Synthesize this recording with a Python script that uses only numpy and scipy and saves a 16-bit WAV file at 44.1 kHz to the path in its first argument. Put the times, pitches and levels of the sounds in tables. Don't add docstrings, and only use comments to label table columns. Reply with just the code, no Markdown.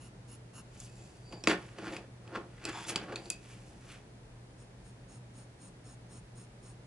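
import sys
import numpy as np
from scipy import signal
from scipy.fft import rfft, irfft, next_fast_len
from scipy.io import wavfile

SR = 44100
rng = np.random.default_rng(int(sys.argv[2]) if len(sys.argv) > 2 else 0)


def linear_from_db(decibels):
    return 10 ** (np.asarray(decibels, float) / 20)


def pcm_store(signal):
    levels = np.round(np.clip(np.atleast_2d(signal), -1, 1) * 32767)
    wavfile.write(sys.argv[1], SR, levels.astype(np.int16).T)


N = 302526

# frequency_hz, density_db (per Hz)
AIR_SPECTRUM = [(18, -47), (25, -2.5), (35, 2.5), (50, -5), (91, -13.5), (101, -8.5), (123, -3.5),
                (147, -12), (188, -8.5), (218, -15.5), (436, -18.5), (917, -26), (1150, -32), (1750, -31),
                (2600, -36), (2870, -38.5), (11200, -44.5), (14600, -89.5), (22000, -120)]
# frequency_hz, density_db (per Hz)
DIFFUSE_SPECTRUM = [(12, -86), (20, -36), (190, -11.5), (282, -11), (306, -12), (409, -10.5), (593, -11),
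                    (5930, -26), (11200, -31), (14600, -41), (22000, -120)]
AIR_RMS_DB, DIFFUSE_RMS_DB = -52, -63.5
HUM_HZ, HUM_RMS_DB = 120.2, -56.5

# start_s, length_s, hiss_db
STROKES = [(-.005, 0.098, -57), (0.273, 0.098, -55.5), (0.532, 0.088, -53.5), (4.573, 0.082, -64),
           (4.838, 0.079, -62), (5.079, 0.11, -58), (5.334, 0.12, -59.5), (5.59, 0.12, -59),
           (5.836, 0.12, -58), (6.089, 0.12, -56.5), (6.348, 0.11, -57.5), (6.618, 0.12, -59)]
SWAP_S = 2
# frequency_hz, width_hz (of a single pass), level_db
FIRST_PENCIL = [(207, 120, 12), (1210, 630, -3), (2790, 400, -2.5), (4300, 750, -14), (5330, 820, -8),
                (6670, 1500, -6.5), (8430, 1200, -9), (9860, 850, 1)]
SECOND_PENCIL = [(214, 153, 12.5), (1160, 800, -2.5), (2720, 650, -13.5), (4200, 580, -14),
                 (5330, 540, -3.5), (6570, 980, -2), (8000, 450, -0.5), (8900, 710, 4.5), (10600, 800, -19)]
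STROKE_COLOUR_DRIFT_DB = 1.9
PAPER_RASP_DB = -6

# peak_s, swell_s, fade_s (at fade speed 1), scrape_db, rumble_db, hiss_db
SHOVES = [(.752, .03, 0.12, -57, -71, -62.5), (.838, 0.13, 0.14, -62.5, -70, -55.5),
          (.99, 0.2, 0.74, -70, -66.5, -63.5), (1.328, 0.028, 0.087, -55.5, -45, -64),
          (1.502, 0.028, 0.074, -27.5, -27.5, -43), (1.62, 0.17, 0.37, -56, -61, -65),
          (1.788, 0.017, 0.032, -44.5, -46.5, -63), (1.872, 0.12, .09, -42, -42, -58.5),
          (1.935, .08, 0.12, -45.5, -43.5, -55.5), (2.356, 0.02, 0.032, -36, -45, -65),
          (2.37, 0.13, 0.092, -49, -42, -78), (2.695, 0.062, 0.023, -38.5, -40.5, -52.5),
          (2.775, 0.25, 0.26, -45, -51.5, -59), (2.829, .1, 0.047, -59, -55, -54),
          (2.895, 0.025, .045, -35, -42, -35), (2.93, 0.065, .08, -49, -43, -62),
          (3.016, 0.14, 0.14, -46, -45.5, -64), (3.134, 0.12, 0.053, -45.5, -41, -83),
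          (3.185, 0.047, 0.072, -55, -46, -70), (3.262, 0.11, 0.11, -59, -54.5, -60),
          (3.33, .02, 0.14, -60, -60, -60), (3.504, 0.17, 0.27, -56.5, -65, -59.5),
          (3.72, 0.44, 0.4, -75, -62.5, -67), (3.925, 0.14, 0.12, -51, -62, -58)]
SHOVE_FADE_SPEED = (1.11, 0.8, 1.4)
ROUNDNESS = 1.1
# rate_per_s, spread_db
CATCHES = [(3010, 2.0), (1800, 3), (2180, 2)]
# frequency_hz, width_hz, level_db
TRAY = [(203, 30.4, 0.5), (312, 30.4, 3.5), (341.6, 34.6, 2), (407, 26, -0.5), (515, 116, -6),
        (698, 64, -5), (828, 108, -8)]
# frequency_hz, width_hz, level_db
SCRAPE = [(1101, 123, 1.5), (1417, 144, 1), (1680, 210, -0.5), (1960, 280, -2.5), (2273, 150, -2),
          (2560, 350, 0.5), (2990, 350, 0.5), (3380, 220, -0.5), (4630, 1000, 3.5)]
# frequency_hz, width_hz, level_db
HISS = [(6250, 3000, -5), (7960, 580, -1.5), (9630, 1200, -6.5)]
EVEN_SCRAPE_HZ, HISS_DB_PER_OCTAVE = 2500, 33.5
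SCRAPE_SLOPE_DB = 9.5

# start_s, crack_peak_db, crack_hz, thud_db, treble_db (both re crack)
KNOCKS = [(0.8013, -44.5, 7840, -27, 6), (1.325, -43.5, 2790, -2, -24), (1.4384, -26, 4680, -18, -35),
          (1.4725, -13, 2040, -6.5, -25), (1.4834, -22, 1120, -4, -17), (1.496, -25.5, 2010, -5, -24),
          (1.5119, -34, 1360, 9, -22), (1.7848, -42, 2500, -4, -26), (1.9657, -33.5, 2560, -10, -22),
          (2.2767, -48, 2700, -10, -20), (2.354, -44.5, 1430, 12, -21), (2.64, -43, 1840, -19, -6),
          (2.652, -20, 4780, -26, -11.5), (2.6886, -38, 2370, -22, -19), (2.9585, -21, 2850, -8.5, -9.5),
          (3.1229, -41.5, 1300, 6, -24), (3.1578, -27, 4200, -13, -16), (3.257, -39.5, 4460, -14, -18),
          (3.3015, -24, 4400, -41, 9), (3.3284, -52, 4730, -12, -18)]
CONTACT_MS = 1.9
BARREL_RING_DB, RING_FOLLOWS_TREBLE = 0, 0.095
# dB re the knock (scrape, rumble, hiss), delay, fade at fade speed 1
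RATTLE_DB, RATTLE_LAG_S, RATTLE_FADE_S = (-14, -14, -22), 0.0022, 0.028
RATTLE_FOLLOWS_THUD = (.25, .3, .15)

# peak_s, swell_s, fade_s, first_mode_db, second_mode_db, third_mode_db
BARREL_RUB = [(1.024, 0.52, .2, -72, -72, -69.5), (1.342, 0.14, .06, -68, -58.5, -70),
              (1.41, .15, .04, -78, -62, -69), (2.665, 0.013, 0.026, -54, -48, -61),
              (2.693, .05, 0.01, -46, -58, -59), (3.164, .008, .06, -60, -55, -75),
              (3.266, 0.09, 0.054, -76, -58.5, -64), (3.31, .008, .06, -44, -50, -57)]
# frequency_hz, width_hz (of a single pass), level_db (when knocked)
BARREL = [(2557, 88, -1.5), (4680, 230, -2.5), (7210, 420, -9.5)]
# time_s, level_db
DRAW_OUT = [(2.71, -64), (2.73, -51), (2.75, -49), (2.766, -47), (2.778, -45), (2.87, -53.5)]
# frequency_hz, width_hz (of a single pass), level_db
DRAWN_BARREL = [(920, 440, 5), (3430, 330, 2), (5070, 420, -4), (7050, 600, -5)]

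PAPER_LAG_US, TRAY_LAG_US = 20, 28.7
ROOM_T60_S, ROOM_DB, WALL_CUT_HZ = 0.27, -16, 8800
ROOM_ALIKE_BELOW_HZ = 990


def rms_one(x):
    return x / np.sqrt(np.mean(x ** 2) + 1e-20)


def drift(rate):
    steps = rng.standard_normal(int(N / SR * rate) + 2)
    return np.interp(np.arange(N) / SR * rate, np.arange(len(steps)), steps)


def coloured(spectrum):
    hz = np.maximum(np.arange(N // 2 + 1) * SR / N, 1)
    table_hz, table_db = np.transpose(spectrum)
    shape_db = np.interp(np.log(hz), np.log(table_hz), table_db)
    return rms_one(irfft(rfft(rng.standard_normal(N)) * linear_from_db(shape_db), N))


def band(x, low_hz, high_hz):
    return signal.sosfilt(signal.butter(2, [low_hz, high_hz], "band", fs=SR, output="sos"), x)


def grit(per_s, spread_db):
    sizes = linear_from_db(spread_db * np.minimum(rng.exponential(1, N), 4)) * rng.choice([-1, 1], N)
    return sizes * (rng.random(N) < per_s / SR)


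def resonate(x, modes):
    out = 0
    for k, (hz, width_hz, db) in enumerate(modes):
        r = np.exp(-np.pi * max(width_hz, 5) / SR)
        poles = [1, -2 * r * np.cos(2 * np.pi * hz / SR), r * r]
        zeros = [(1 - r * r) / 2, 0, (r * r - 1) / 2]
        out = out + (-1) ** k * linear_from_db(db) * signal.lfilter(zeros, poles, x + 1e-18)
    return out


def sharply(x, modes):
    out = []
    for hz, width_hz, db in modes:
        mode = [(hz, width_hz, 0)]
        out.append(linear_from_db(db) * resonate(resonate(x, mode), mode))
    return out


def swells(rows, fade_speed):
    t, power = np.arange(N) / SR, np.full((3, N), 1e-16)
    for s, swell_s, fade_s, *db in rows:
        near = slice(max(round((s - 3 * swell_s) * SR), 0), round((s + 4 * fade_s) * SR))
        before = np.maximum(s - t[near], 0) / swell_s
        after = np.maximum(t[near] - s, 0) / fade_s
        fall_db = 20 * (before + np.outer(fade_speed, after)) ** ROUNDNESS
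        power[:, near] += linear_from_db(np.array(db)[:, None] - fall_db) ** 2
    return np.sqrt(power)


def background():
    waver_db = 1.3 * drift(3)
    hum = np.sqrt(2) * linear_from_db(HUM_RMS_DB + waver_db) * np.sin(2 * np.pi * HUM_HZ * np.arange(N) / SR)
    air = linear_from_db(AIR_RMS_DB) * coloured(AIR_SPECTRUM)
    diffuse = linear_from_db(DIFFUSE_RMS_DB) * coloured(DIFFUSE_SPECTRUM)
    return air + hum + diffuse * [[1], [-1]]


def strokes(rows, pencil):
    t, speed = np.arange(N) / SR, 0
    for s, length, db in rows:
        arc = np.sin(np.pi * np.clip((t - s) / length, 0, 1))
        speed = speed + linear_from_db(db) * arc ** 0.64
    catches = grit(7000, spread_db=2.5)
    body = sum(linear_from_db(STROKE_COLOUR_DRIFT_DB * drift(25)) * mode for mode in sharply(catches, pencil))
    rasp = rms_one(band(catches, 900, 10800))
    scratch = rms_one(body) + linear_from_db(PAPER_RASP_DB) * rasp
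    return speed * linear_from_db(0.78 * drift(60)) * scratch


def rattles():
    rows = []
    for s, db, crack_hz, thud_db, treble_db in KNOCKS:
        levels_db = db + np.array(RATTLE_DB) + thud_db * np.array(RATTLE_FOLLOWS_THUD)
        rows.append((s + RATTLE_LAG_S, RATTLE_LAG_S, RATTLE_FADE_S, *levels_db))
    return rows


def rummage():
    scrape, rumble, hiss = swells(SHOVES + rattles(), SHOVE_FADE_SPEED)
    centre_octave = np.log2(EVEN_SCRAPE_HZ) + 20 * np.log10(hiss / scrape) / HISS_DB_PER_OCTAVE
    low, mid, high = [grit(per_s, spread_db) * linear_from_db(1.74 * drift(90)) for per_s, spread_db in CATCHES]
    wood, share_power = 0, 0
    for k, mode in enumerate(SCRAPE):
        hz, width_hz, db = mode
        share = linear_from_db(db - SCRAPE_SLOPE_DB * np.abs(centre_octave - np.log2(hz)))
        wood = wood + (-1) ** k * share * rms_one(resonate(mid, [mode]))
        share_power = share_power + share ** 2
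    wood = wood / np.sqrt(share_power)
    return rumble * rms_one(resonate(low, TRAY)) + scrape * wood + hiss * rms_one(resonate(high, HISS))


def knocks():
    out, t = np.zeros(N), np.arange(round(.08 * SR)) / SR
    for s, db, crack_hz, thud_db, treble_db in KNOCKS:
        burst = rng.standard_normal(len(t)) * np.exp(-1000 * t / CONTACT_MS)
        ring_db = BARREL_RING_DB + RING_FOLLOWS_TREBLE * treble_db
        layers = [(0, band(burst, 0.78 * crack_hz, 1.216 * crack_hz)),
                  (thud_db, resonate(burst, TRAY + SCRAPE[:2])),
                  (treble_db, band(burst, 5500, 10500)),
                  (ring_db, resonate(burst, BARREL))]
        at = round(s * SR)
        out[at:at + len(t)] += sum(linear_from_db(db + rel_db) * x / np.abs(x).max() for rel_db, x in layers)
    return out


def barrel_rub(slip):
    out = 0
    for gain, mode in zip(swells(BARREL_RUB, np.ones(3)), sharply(slip, BARREL)):
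        out = out + gain * linear_from_db(3.0 * drift(50)) * rms_one(mode)
    return out


def draw_out(slip):
    t = np.arange(N) / SR
    s, db = np.transpose(DRAW_OUT)
    fade = np.clip(1 + np.minimum(t - s[0], s[-1] - t) / .004, 0, 1)
    drawn = sum(linear_from_db(3.5 * drift(40)) * mode for mode in sharply(slip, DRAWN_BARREL))
    return fade * linear_from_db(np.interp(t, s, db)) * rms_one(drawn)


def pair(x, lag_us):
    late = np.exp(-2j * np.pi * np.arange(N // 2 + 1) * SR / N * lag_us / 1e6)
    return np.array([irfft(rfft(x) * late, N), x])


def room(x):
    size = next_fast_len(N + SR)
    w = 2 * np.pi * np.arange(size // 2 + 1) / size
    dull = 1 / (1 + 1j * w * SR / (2 * np.pi * WALL_CUT_HZ))
    echo = np.zeros((2, len(w)), complex)
    for k, lag in enumerate((rng.uniform(0.0034, .03, 12) * SR).astype(int)):
        loop = linear_from_db(-60 * lag / SR / ROOM_T60_S) * dull * np.exp(-1j * w * lag)
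        echo[k % 2] += (-1) ** (k // 2) * loop / (1 - loop)
    return irfft(rfft(x, size) * echo, size)[:, :N]


def scene():
    ambience = background()
    paper = (strokes([row for row in STROKES if row[0] < SWAP_S], FIRST_PENCIL)
             + strokes([row for row in STROKES if row[0] > SWAP_S], SECOND_PENCIL))
    slip = grit(2500, spread_db=4.5)
    tray = rummage() + knocks() + barrel_rub(slip) + draw_out(slip)
    direct = pair(paper, PAPER_LAG_US) + pair(tray, TRAY_LAG_US)
    left, right = linear_from_db(ROOM_DB) * room(paper + tray)
    side = signal.lfilter(*signal.butter(1, ROOM_ALIKE_BELOW_HZ, "high", fs=SR), left - right) / 2
    return direct + (left + right) / 2 + side * [[1], [-1]] + ambience


def low_pass(x):
    return signal.sosfilt(signal.butter(12, 12200, fs=SR, output="sos"), x)


def record(dry):
    bass_cut = signal.sosfilt(signal.butter(3, 52, "high", fs=SR, output="sos"), dry)
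    mix = signal.sosfilt(signal.ellip(12, .5, 45, 11000, fs=SR, output="sos"), bass_cut)
    return low_pass(mix)


dry = scene()
out = record(dry)
pcm_store(out)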